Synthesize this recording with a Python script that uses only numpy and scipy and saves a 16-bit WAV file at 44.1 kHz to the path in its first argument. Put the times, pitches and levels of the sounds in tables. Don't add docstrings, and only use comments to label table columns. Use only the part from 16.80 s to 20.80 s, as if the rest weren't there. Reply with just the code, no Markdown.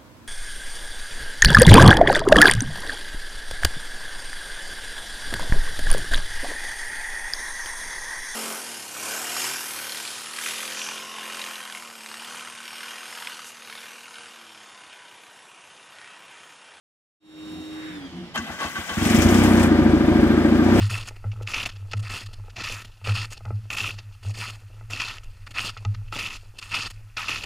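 import sys
import numpy as np
from scipy import signal
from scipy.io import wavfile

SR = 44100
rng = np.random.default_rng(int(sys.argv[2]) if len(sys.argv) > 2 else 0)


def output_pcm(signal):
    pcm = np.clip(np.atleast_2d(signal).T, -1, 1) * 32767
    wavfile.write(sys.argv[1], SR, np.round(pcm).astype(np.int16))


def attenuation_scalar(level_db):
    decades = np.asarray(level_db, float) / 20
    return 10 ** decades


N = 176400
T = np.arange(N) / SR

# (frequency [Hz], likeness [-1 to 1])
LIKENESS = [(60, 0.27), (640, 1), (1400, 1), (2500, 0.21), (5000, 0.57), (10000, 0.05)]
# (frequency [Hz], balance [dB])
STREET_PAN = [(60, 6), (240, -1.5), (950, 0.5), (3770, -4.5), (15000, 25)]
# (frequency [Hz], balance [dB])
BAY_PAN = [(60, -2.5), (290, 1.4), (640, 2.5), (1410, 1.8), (4000, 0.8), (6500, 29), (9000, 76.5),
           (15000, 8.5)]
# (time [s], effort [dB], share of bass [dB])
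BURN = [(2.17, -8, 5), (2.23, 0, 2), (2.33, 1, 3), (2.7, 2.5, -0.5), (2.87, 2.5, -1.5), (3.12, 1.5, 3),
        (3.2, 0, -0.5), (3.3, 1.5, 1.5), (3.8, 1.5, -2.5), (4, 4, 1.5)]
# (time [s], unevenness [0-1])
LOPE = [(2.2, .4), (2.45, .15), (2.72, .2), (2.9, 1), (3.82, 1), (3.97, .3)]
# (time [s], level [dB])
INTAKE = [(1.6, -54), (1.8, -43), (2.132, -41), (2.142, -37), (2.25, -31.5), (2.6, -31), (2.84, -35.5),
          (2.89, -43.5), (3.82, -44.5), (3.93, -39), (4, -30)]
STARTER_ON_S = 1.55
BAY_LAG = 5


def rms_one(x):
    return x / np.sqrt(np.mean(x ** 2) + 1e-20)


def in_time(rows):
    s, *columns = np.transpose(rows)
    return [np.interp(T, s, c) for c in columns]


def at_hz(points, hz):
    points = np.array(points)
    return np.interp(np.log(hz), np.log(points[:, 0]), points[:, 1])


def drift(rate):
    step = 40
    r = np.exp(-2 * np.pi * step * rate / SR)
    white = rng.standard_normal(N // step + 2002)
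    slow = signal.lfilter([1], [1, -2 * r, r * r], white)[2000:]
    return np.interp(np.arange(N) / step, np.arange(len(slow)), rms_one(slow))


def resonance(x, hz, width_hz, stages=1):
    r = np.exp(-np.pi * width_hz / SR)
    poles = [1, -2 * r * np.cos(2 * np.pi * hz / SR), r * r]
    for _ in range(stages):
        x = signal.lfilter([(1 - r * r) / 2, 0, (r * r - 1) / 2], poles, x + 1e-18)
    return x


def pan(balance, hz):
    gains = attenuation_scalar(at_hz(balance, hz) * np.array([[.5], [-.5]]))
    return 2 * gains / gains.sum()


def spread(mid, side, hz):
    alike = np.clip(at_hz(LIKENESS, hz), -1, 1)
    return np.sqrt(1 + alike) * mid + np.sqrt(1 - alike) * side * [[1], [-1]]


def noise(spectrum, patchy_db, balance):
    out, together = 0, drift(3)
    edges = 28 * 2 ** np.arange(0, 9.6, .5)
    white = rng.standard_normal((2, 2, N))
    for k, (low, high) in enumerate(zip(edges, edges[1:])):
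        hz = np.sqrt(low * high)
        if hz < spectrum[0][0] / 2 or hz > 2 * spectrum[-1][0]:
            continue
        band = signal.butter(2, [low, high], "band", fs=SR, output="sos")
        mid, side = signal.sosfilt(band, white[k % 2])
        flicker_db = patchy_db * (0.6 * together + drift(28.0))
        gain = attenuation_scalar(at_hz(spectrum, hz) + flicker_db)
        out = out + gain * pan(balance, hz) * spread(mid, side, hz)
    return out / np.sqrt(np.mean(out.mean(axis=0) ** 2))


def swells(rows):
    return sum(attenuation_scalar(db) * np.exp(-.5 * ((T - s) / width) ** 2) for s, width, db in rows)


def bursts(rows, fall_s):
    return sum(attenuation_scalar(db) * (T > s) * np.exp(-np.abs(T - s) / fall_s) for s, db in rows)


def traffic():
    # (frequency [Hz], level [dB])
    far = [(18, -48), (30, -20), (202, -7.5), (307, -18), (455, -16.5), (2550, -22), (3230, -20.5),
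           (4310, -27), (15500, -60.5)]
    return attenuation_scalar(-45) * noise(far, 0.86, STREET_PAN)


def tyre_swish():
    # (peak time [s], width [s], level [dB])
    passing = [
        (1.08, 0.11, -43.5),
    ]
    return swells(passing) * rms_one(resonance(rng.standard_normal((2, N)), 1610, 1200, 2))


def pedal_thuds():
    # (peak time [s], width [s], level [dB])
    thuds = [
        (.77, 0.042, -37.5),
        (1.15, 0.054, -48),
        (1.39, 0.074, -36.5),
    ]
    # (frequency [Hz], width [Hz], level [dB])
    body = [(84, 20, -7), (176.8, 15, -1), (260, 48, -5), (339, 30, -7.5), (723, 73, -18)]
    push = rng.standard_normal(N)
    shell = sum(attenuation_scalar(db) * rms_one(resonance(push, hz, width, 2)) for hz, width, db in body)
    return swells(thuds) * rms_one(shell)


def pump():
    # (time [s], rotor frequency [Hz], hum level [dB], whine level [dB])
    run = [(.7, 311.5, -44.5, -50.5), (1.1, 312.6, -43.5, -51), (1.15, 299.4, -47, -53),
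           (1.18, 295.4, -39.5, -55), (1.205, 282, -49, -61), (1.255, 273.5, -39.5, -52),
           (1.3, 260, -57, -58), (1.45, 234.3, -55, -58), (1.53, 218, -78.5, -60.5)]
    # (multiple of rotor frequency, level [dB])
    hum, whine = [(1, 7), (1.31, -10.5), (1.642, -13.5)], [(8.8, -4), (12, 0), (13.2, -8), (17.6, -13), (21, -14), (24, -8),
                               (35.8, -17)]
    # (frequency [Hz], gain [dB])
    tank = [(2500, -4), (3300, 2), (3740, 0), (4200, -5), (4900, 8), (5700, 0), (6900, -11)]
    # (frequency [Hz], level [dB])
    flow = [(1470, -45), (2500, -6), (3780, -9), (4330, -50), (5570, -40), (6150, -5.5), (15500, -24.5)]
    off_s, hum_lag = 1.54, 16
    hz, *curves = in_time(run)
    slowing = 1 - hz / hz[0]
    turn = 2 * np.pi * np.cumsum(hz) / SR
    out = attenuation_scalar(-59) * (hz / hz[0]) ** 5.2 * noise(flow, 1.1, STREET_PAN)
    for partials, level_db in zip((hum, whine), curves):
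        for k, db in partials:
            high = k > 2
            level = level_db + db + high * at_hz(tank, k * hz)
            level = level + (1.2 + 4 * high * slowing) * drift(31)
            lag = np.array([[0], [hum_lag * (k < 2) - BAY_LAG]])
            phase = k * (turn - 2 * np.pi * hz / SR * lag)
            phase = phase + high * (0.22 + 2.5 * slowing) * drift(60)
            out += np.sqrt(2) * attenuation_scalar(level) * np.sin(phase) * pan(STREET_PAN, k * hz[0])
    return out * np.clip((off_s - T) / 0.02, 0, 1)


def starter():
    # (start [s], attack [s], hold [s], level [dB], share below 1 kHz [dB])
    grinds = [
        (1.534, 0.02, 0.0073, -26.5, -7),
        (1.617, 0.028, 0.06, -42, 8.5),
        (1.777, 0.033, 0.034, -26.5, 1),
        (1.95, 0.0037, 0.016, -30, 1),
        (2.075, 0.022, 0.0074, -29.5, 3),
        (2.144, 0.073, 0.12, -29.5, 2),
    ]
    # (time [s], peak level [dB])
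    knocks = [
        (1.5576, -14.5),
        (1.5758, -15),
        (1.8016, -28),
        (1.9555, -30),
        (2.088, -38),
    ]
    # (frequency [Hz], width [Hz], level [dB])
    housing = [(208, 57, -11.5), (736, 87, -15), (1126, 27, -8), (1550, 40, -5), (2012, 20, -9),
               (2640, 78, -13.5), (3130, 18, -12), (5140, 41, -40)]
    # (frequency [Hz], level [dB])
    rough = [(180, -59), (300, 0), (446, -14.5), (808, 1), (892, -39), (1540, 0.5), (2250, -12),
             (3130, -6.5), (15500, -39)]
    # (peak time [s], width [s], level [dB])
    spin_hum, song = [(1.62, 0.034, -38.5), (1.72, 0.034, -42)], [(2.04, 0.041, -53), (2.15, 0.044, -56)]
    off_s, teeth_per_s, fall_db_per_s = 2.42, 3000, 178
    whirr = attenuation_scalar(-45) * np.clip((T - STARTER_ON_S) / 0.011, 0, 1) * np.clip((off_s - T) / 0.048, 0, 1)
    dull_load = whirr.copy()
    load = whirr + attenuation_scalar(-7) * bursts(knocks, 0.007)
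    for s, attack, hold, db, low_db in grinds:
        fall_db = fall_db_per_s * np.maximum(T - s - attack - hold, 0)
        effort = np.clip((T - s) / attack, 0, 1) ** 2 * attenuation_scalar(db - fall_db)
        load = load + effort
        dull_load = dull_load + attenuation_scalar(low_db) * effort

    strength = attenuation_scalar(2.6 * np.minimum(rng.exponential(1, (2, N)), 4))
    struck = rng.random((2, N)) < teeth_per_s / SR
    teeth = strength * rng.choice([-1, 1], (2, N)) * struck
    out = attenuation_scalar(-5) * noise(rough, 3.8, BAY_PAN)
    for hz, width, db in housing:
        mid, side = rms_one(resonance(teeth, hz, 3 * width, 2))
        out += attenuation_scalar(db - 6 + 2.0 * drift(15)) * pan(BAY_PAN, hz) * spread(mid, side, hz)
    low = signal.lfilter(*signal.butter(1, 1000, fs=SR), out)
    hum = swells(spin_hum) * rms_one(resonance(rng.standard_normal(N), 224, 48, 2))
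    tone = swells(song) * rms_one(resonance(teeth, 1532, 40, 2))
    return load * (out - low) + dull_load * low + tone + hum


def belt():
    # (peak time [s], width [s], level [dB])
    squeak = [
        (3.51, .014, -45),
    ]
    return swells(squeak) * rms_one(resonance(rng.standard_normal(N), 3680, 60))


def intake():
    # (frequency [Hz], level [dB])
    spectrum = [(1470, -3), (2500, 6.5), (4010, -12.5), (4370, -11.5), (5370, -5), (7980, -10),
                (10400, -17.5), (12300, -15.5), (15500, -16)]
    # (frequency [Hz], width [Hz], level [dB])
    whistles = [(2974, 89, -28), (3060, 40, -54), (5100, 17, -19), (8080, 200, -18), (8750, 38, -43)]
    # (time [s], peak level [dB])
    chuffs = [(2.179, -28), (2.2274, -33), (2.2508, -19), (2.299, -19.5), (2.3451, -20.5), (2.3844, -25),
              (2.4193, -19.5), (2.4864, -26), (2.543, -21), (2.6364, -18.5), (2.796, -25), (2.8294, -25)]
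    air = noise(spectrum, 1.76, BAY_PAN)
    air += sum(attenuation_scalar(db) * rms_one(resonance(air, hz, width)) for hz, width, db in whistles)
    steady_db, = in_time(INTAKE)
    return (attenuation_scalar(steady_db) * (T > STARTER_ON_S) + attenuation_scalar(-10) * bursts(chuffs, 0.015)) * air


def crank():
    # (time [s], turns done)
    rotation = [(2.168, 0), (2.294, 1.5), (2.376, 2.5), (2.446, 3.5), (2.573, 5.5), (2.698, 7.5),
                (2.830, 9.5), (3.047, 12.5), (3.194, 14.5), (3.417, 17.5), (3.709, 21.5), (3.849, 23.5),
                (3.974, 25.5), (4.2, 29.5)]
    s, done = np.transpose(rotation)
    half_turns = np.arange(58)
    at = np.interp(half_turns / 2, done, s)
    at[1:-1] = (at[:-2] + 2 * at[1:-1] + at[2:]) / 4
    return at[at < N / SR], np.interp(T, at, half_turns / 2)


def clatter(turns):
    # (frequency [Hz], level [dB])
    spectrum = [(240, -27), (400, -8.5), (494, -6.5), (715, -8), (884, -14), (1560, -12), (5000, -31),
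                (6500, -73), (11000, -120)]
    effort_db, _ = in_time(BURN)
    uneven, = in_time(LOPE)
    intake_db, = in_time(INTAKE)
    running = np.clip(turns / 2.8, 0, 1)
    pulse = 1 + 0.1 * np.cos(4 * np.pi * (turns - .25))
    pulse = pulse + 0.084 * uneven * np.cos(2 * np.pi * (turns - .75))
    level = attenuation_scalar(-26 + effort_db + 0.25 * (intake_db - intake_db.max()))
    return level * running * pulse * noise(spectrum, 0.32, BAY_PAN)


def exhaust(at):
    # (frequency [Hz], width [Hz], level [dB], delay [s], gain of weaker firing [dB])
    pipe = [(58, 59, -9.5, 0.0068, 2), (87.3, 32, -8, 0.003, 1), (143, 165, -7.5, 0.0029, 4),
            (224, 51, 0.5, 0.00063, -7), (307.9, 47.3, 0, 0.00663, -14), (346.3, 54, -5, 0.0116, 1.5),
            (417.7, 33, -16, 0.0057, 1), (568.4, 44, -17, 0.00472, 7.5), (725.5, 25.6, -20.5, 0.00604, 5),
            (958.6, 16, -22.5, 0.00617, 6), (1203, 57, -21, 0.0065, -3), (1570, 43, -20.5, .006, -9),
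            (185.5, 24, -11, 0.00021, 0), (256.4, 43, -7, 0.0031, 16)]
    # (bass [dB], body [dB], upper [dB])
    catches = [(-1, 3, -3), (-1, -6, -2.5), (-2.5, -1.5, -2), (-2.5, 0, -3), (-3.5, 0.5, 0.8),
               (5.3, 0.5, -1), (-3.5, -2, -0.5), (4.5, 2.5, 0.3), (-11, -8.5, 2), (2.2, 1.5, 1)]
    # (time [s], level [dB])
    puffs = [
        (1.584, -13),
        (1.692, -17),
        (1.844, -12.5),
        (1.98, -12),
        (2.106, -17),
    ]
    early_s, scatter_db, catch_over_s, flare_db = 0.00552, 1.83, 2.5, 2.5
    effort_db, bass_db = in_time(BURN)
    uneven, = in_time(LOPE)
    i = (at * SR).astype(int)
    effort_db, bass_db, uneven = effort_db[i], bass_db[i], uneven[i]
    weak = (np.arange(len(i)) + 1) % 2 * uneven
    scatter = rng.normal(0, scatter_db, (len(i), len(pipe)))
    scatter[i < catch_over_s * SR] *= 1.5
    catch_db = np.pad(catches, ((0, len(i) - len(catches)), (0, 0)))
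    puff_s, puff_db = np.transpose(puffs)
    out = 0
    for m, (hz, width, db, delay, weak_db) in enumerate(pipe):
        low = int(hz < 170)
        part = int(hz > 250) + 1 - low
        level_db = effort_db + weak_db * (weak - .5 * uneven) + scatter[:, m]
        level_db = level_db + catch_db[:, part] + low * bass_db
        level_db = level_db + flare_db * (240 < hz < 290) * (1 - uneven)
        shift_s = delay - early_s * weak * (1 - low)
        clicks = np.zeros(N + SR)
        clicks[i + (shift_s * SR).astype(int)] = attenuation_scalar(level_db)
        clicks[(puff_s * SR).astype(int)] = attenuation_scalar(puff_db - 8.6 * (1 - low))
        left = resonance(clicks[:N], hz, width, 3)
        right_lag_s = .00014 * (hz < 400) + .0004 * low
        ring = np.array([left, np.interp(T - right_lag_s, T, left)])
        out = out + (-1) ** m * attenuation_scalar(db) * pan(BAY_PAN, hz) * rms_one(ring)
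    return attenuation_scalar(-15.5) * 0.79 * rms_one(out)


def engine():
    at, turns = crank()
    return exhaust(at) + clatter(turns) + intake() + belt()


def scene():
    return traffic() + tyre_swish() + pedal_thuds() + pump() + starter() + engine()


def top_cut(x):
    return signal.sosfilt(signal.butter(12, 15670, fs=SR, output="sos"), x)


def record(dry):
    overload = 1.1
    right = np.roll(dry[1], BAY_LAG)
    ports = np.array([dry[0], right - resonance(right, 2670, 233)])
    soft = overload * np.tanh(ports / overload)
    cut = signal.sosfilt(signal.ellip(10, .5, 70, 15700, fs=SR, output="sos"), soft)
    fade = np.clip((T - 0.4) / 0.3, 0, 1) ** 1.16
    return top_cut(cut * fade)


dry = scene()
out = record(dry)
output_pcm(out)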